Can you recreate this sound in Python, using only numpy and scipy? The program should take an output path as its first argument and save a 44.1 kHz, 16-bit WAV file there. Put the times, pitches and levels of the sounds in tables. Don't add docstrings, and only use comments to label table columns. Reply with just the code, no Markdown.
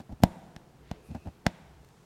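import sys
import numpy as np
from scipy import signal
from scipy.fft import rfft, irfft
from scipy.io import wavfile
from scipy.ndimage import uniform_filter1d

SR = 44100
rng = np.random.default_rng(int(sys.argv[2]) if len(sys.argv) > 2 else 0)


def digitize_waveform(pressure):
    field = np.atleast_2d(pressure).T
    bounded = np.clip(field, -1, 1)
    quanta = np.round(bounded * 32767).astype(np.int16)
    wavfile.write(sys.argv[1], SR, quanta)


N = 90404

# freq_hz, level_db
CRACK_SPECTRUM = [(100, -27.5), (500, -0.5), (1000, -1.5), (1600, 8), (2600, 3.5), (4200, 2.5), (7000, -2),
                  (10000, -7), (12500, -3), (16000, -16)]


def amp(db):
    return 10 ** (np.asarray(db) / 20)


def unit(x):
    return x / np.sqrt(np.mean(x ** 2) + 1e-20)


def curve_at(points, hz):
    freqs, values = np.transpose(points)
    return np.interp(np.log(hz + 1), np.log(freqs + 1), values)


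def add(mix, start_s, sound):
    part = mix[max(round(start_s * SR), 0):][:len(sound)]
    part += sound[:len(part)]


def through(x, response):
    return signal.fftconvolve(x, response)[:N]


def click(spectrum, tilt_db_per_octave=0, lowpass_hz=SR, size=8192):
    hz = abs(np.fft.fftfreq(size, 1 / SR))
    level_db = curve_at(spectrum, hz) + tilt_db_per_octave * np.log2((hz + 20) / 212)
    log_gain = np.log(amp(level_db) / np.hypot(1, (hz / lowpass_hz) ** 2))
    response = np.exp(np.conj(signal.hilbert(log_gain)))
    return np.fft.ifft(response).real[:size // 2]


def band_noise(centre_hz, width_octaves):
    hz = np.fft.rfftfreq(N, 1 / SR) + 1
    bell = np.exp(-.5 * (np.log2(hz / centre_hz) / width_octaves) ** 2)
    return unit(irfft(rfft(rng.standard_normal(N)) * bell, N))


def reflections(t60_s, size=6000):
    t = np.arange(size) / SR
    taps = rng.choice([-1., 1.], size) * amp(-60 * t / t60_s) * (1 - amp(-600 * t / t60_s))
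    return taps / np.linalg.norm(taps)


def room_tone(level_db=-58.5):
    # freq_hz, relative_db
    air_spectrum = [(12, -70), (20, -7), (107, -6.5), (142, 1.5), (222, -10), (422, -8.5), (624, -19),
                    (678, -14), (1440, -21), (2020, -25.5), (7730, -34.5), (16000, -41)]
    colour = amp(curve_at(air_spectrum, np.fft.rfftfreq(N, 1 / SR)))
    return amp(level_db) * unit(irfft(rfft(rng.standard_normal(N)) * colour, N))


def room_tail(dry, fade_in_s=0.024):
    # freq_hz, t60_s
    decay_times = [(100, 1.75), (250, 1.04), (800, 1.33), (2000, 1.07), (5000, 1.48), (14000, 0.77)]
    # freq_hz, level_db
    tail_spectrum = [(60, -46), (180, -24.5), (400, -18.5), (850, -20), (2000, -15), (5000, -23),
                     (9000, -17.5), (14000, -26.5)]
    hz, t, bands = signal.stft(rng.standard_normal(SR), SR, nperseg=256)
    decay_rate = np.log(1000) / curve_at(decay_times, hz)[:, None]
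    gain = amp(curve_at(tail_spectrum, hz))[:, None] * np.sqrt(2 * decay_rate / SR)
    tail = signal.istft(bands * gain * np.exp(-decay_rate * t), SR, nperseg=256)[1]
    fade_in = np.minimum(np.arange(len(tail)) / SR / fade_in_s, 1)
    return through(dry, tail * fade_in)


def floor_echo(dry):
    # freq_hz, level_db
    floor_spectrum = [(40, -21), (200, -19), (800, -15.5), (3000, -14), (14000, -23)]
    return through(through(dry, click(floor_spectrum)), reflections(t60_s=0.092))


def hand_scatter(crack):
    return amp(-2) * through(crack, reflections(t60_s=0.015))


def frame_sway():
    # time_s, level_db
    sway_levels = [(0, -75), (.72, -77), (.82, -58.5), (.98, -63.5), (1.401, -70), (1.57, -101),
                   (1.63, -59), (1.82, -56), (1.95, -91), (2.05, -78)]
    phase = np.angle(signal.hilbert(band_noise(centre_hz=67.3, width_octaves=0.2)))
    level_db = np.interp(np.arange(N) / SR, *np.transpose(sway_levels))
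    return amp(level_db) * unit(np.cos(phase))


def thread_slides(grain_db=1):
    # peak_s, half_length_s, level_db, centre_hz, width_octaves
    strokes = [(0.914, 0.052, -64.5, 1860, 0.9), (1.07, 0.022, -69.5, 9800, 0.34),
               (1.152, 0.11, -70.5, 2580, 0.082), (0.986, 0.06, -58, 417, 0.51),
               (1.166, 0.15, -71.5, 3830, 1), (1.963, 0.14, -76.5, 6400, 0.46)]
    t, out = np.arange(N) / SR, np.zeros(N)
    for peak_s, half_length_s, level_db, centre_hz, width_octaves in strokes:
        grain = amp(grain_db * unit(uniform_filter1d(rng.standard_normal(N), size=120)))
        swell = np.exp(-.5 * ((t - peak_s) / half_length_s) ** 2)
        out += amp(level_db) * swell * unit(grain * band_noise(centre_hz, width_octaves))
    return out


def cloth_thuds(pitch_hz=85, length_cycles=1.6):
    # start_s, level_db
    sags = [(.128, -29.5), (1.277, -32.5)]
    out, cycles = np.zeros(N), np.arange(0, length_cycles, pitch_hz / SR)
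    envelope = np.sin(np.pi * np.sqrt(cycles / length_cycles)) ** 2
    for start_s, level_db in sags:
        add(out, start_s, amp(level_db) * envelope * np.sin(2 * np.pi * cycles))
    return out


def hook_tugs(slip_gap_s=0.0045, jitter=0.191, fibres_per_s=1200):
    # peak_s, rise_s, fall_s, gain_db, tilt_db_per_octave, crackle_db
    pulls = [(.002, 0.012, 0.0093, -31, 1, -34), (.094, 0.0019, 0.031, -34.5, -1, -63),
             (0.128, 0.019, .005, -28, -3.5, -50), (0.203, .002, 0.0027, -35, -0.5, -44),
             (0.232, 0.0053, 0.0025, -14.5, -6, -33), (1.115, .017, 0.008, -26.5, -6, -45.5),
             (1.15, 0.003, 0.013, -23, -0.5, -39), (1.261, 0.0065, 0.0096, -27.5, -3, -49),
             (1.272, 0.0015, .011, -26.5, 0, -46), (1.463, 0.0051, 0.0015, -27.5, 2, -54)]
    # freq_hz, level_db
    slip_spectrum = [(20, -24), (70, 40), (130, 37), (185, 35), (290, 30.5), (410, 14), (580, 23),
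                     (850, 23.5), (1150, 4), (1700, 5), (3000, -14), (8000, -45)]
    t, slips, crackle_envelope = np.arange(N) / SR, np.zeros(N), np.zeros(N)
    steps = np.arange(-6, 7)
    for peak_s, rise_s, fall_s, gain_db, tilt, crackle_db in pulls:
        pull = np.exp(-abs(t - peak_s) / np.where(t < peak_s, rise_s, fall_s))
        slip = click(slip_spectrum, tilt)
        stray = jitter * rng.standard_normal(len(steps)) * (steps != 0)
        for slip_s in peak_s + slip_gap_s * (steps + stray):
            add(slips, slip_s, amp(gain_db) * np.interp(slip_s, t, pull, left=0) * slip)
        crackle_envelope += amp(crackle_db) * pull
    snaps = rng.standard_normal(N) * (rng.random(N) < fibres_per_s / SR)
    fibre_crack = click(CRACK_SPECTRUM, tilt_db_per_octave=-0.2, lowpass_hz=11000)
    return slips + through(crackle_envelope * snaps, fibre_crack)


def fibre_ticks():
    # start_s, gain_db
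    breaks = [(.2207, -41), (0.2245, -35.5), (1.4546, -45), (1.8472, -39), (1.8883, -40.5)]
    direct, scatter = np.zeros(N), np.zeros(N)
    for start_s, gain_db in breaks:
        tick = amp(gain_db) * click(CRACK_SPECTRUM)
        add(direct, start_s, tick)
        add(scatter, start_s, hand_scatter(tick))
    return direct, scatter


def needle_stabs(tear_db=-21, tear_rise_s=0.0016, recoil_delay_s=0.00065):
    # start_s, thump_db, thump_tilt_db_per_octave, crack_db, crack_lowpass_hz, direction (+1 in, -1 out)
    stabs = [(.236, .5, 0.34, -1, 16100, 1), (0.5635, -32, -1.2, -23.5, 6500, -1),
             (0.9137, -19.5, -0.41, -18.5, 5770, -1), (1.4657, -8, 1, 0, 6440, 1)]
    # freq_hz, level_db
    thump_spectrum = [(10, -17), (35, 26), (72, 35.5), (120, 34.5), (180, 38), (260, 29), (385, 14.5),
                      (520, 21), (720, 27.5), (950, 19.5), (1200, 1), (2500, -16), (8000, -19.5)]
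    # pitch_hz, level_db, t60_s
    modes = [(82.6, -40, 0.042), (181.6, -24.5, .09), (230, -34, 0.098), (336.2, -42.5, 0.31),
             (654, -53, .25), (867, -52, 0.4), (944, -39, 0.21)]
    direct, scatter, t = np.zeros(N), np.zeros(N), np.arange(SR // 2) / SR
    ring = sum(amp(db - 60 * t / t60_s) * np.sin(2 * np.pi * hz * t) for hz, db, t60_s in modes)
    swell = np.exp(-t[t < 6 * tear_rise_s] / tear_rise_s)[::-1]
    for start_s, thump_db, tilt, crack_db, lowpass_hz, direction in stabs:
        crack = -direction * amp(crack_db) * click(CRACK_SPECTRUM, lowpass_hz=lowpass_hz)
        add(direct, start_s, crack)
        tear = swell * rng.standard_normal(len(t))[:len(swell)] / np.linalg.norm(swell)
        add(scatter, start_s - len(tear) / SR, amp(tear_db) * through(crack, tear))
        add(scatter, start_s, hand_scatter(crack))
        recoil = direction * amp(thump_db)
        add(direct, start_s + recoil_delay_s, recoil * click(thump_spectrum, tilt))
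        add(direct, start_s + recoil_delay_s, recoil * ring)
    return direct, scatter


def scene():
    stabs, stab_scatter = needle_stabs()
    ticks, tick_scatter = fibre_ticks()
    direct = stabs + ticks + hook_tugs() + cloth_thuds() + thread_slides()
    space = stab_scatter + tick_scatter + floor_echo(direct) + room_tail(direct)
    return (direct + space + room_tone() + frame_sway())[None]


def record(dry, clip_level=0.85, lowpass_hz=16400):
    clipped = np.clip(dry, -clip_level, clip_level)
    lowpass = signal.firwin(511, lowpass_hz, window=("kaiser", 9), fs=SR)
    return signal.oaconvolve(clipped, lowpass[None], "same")


dry = scene()
out = record(dry)
digitize_waveform(out)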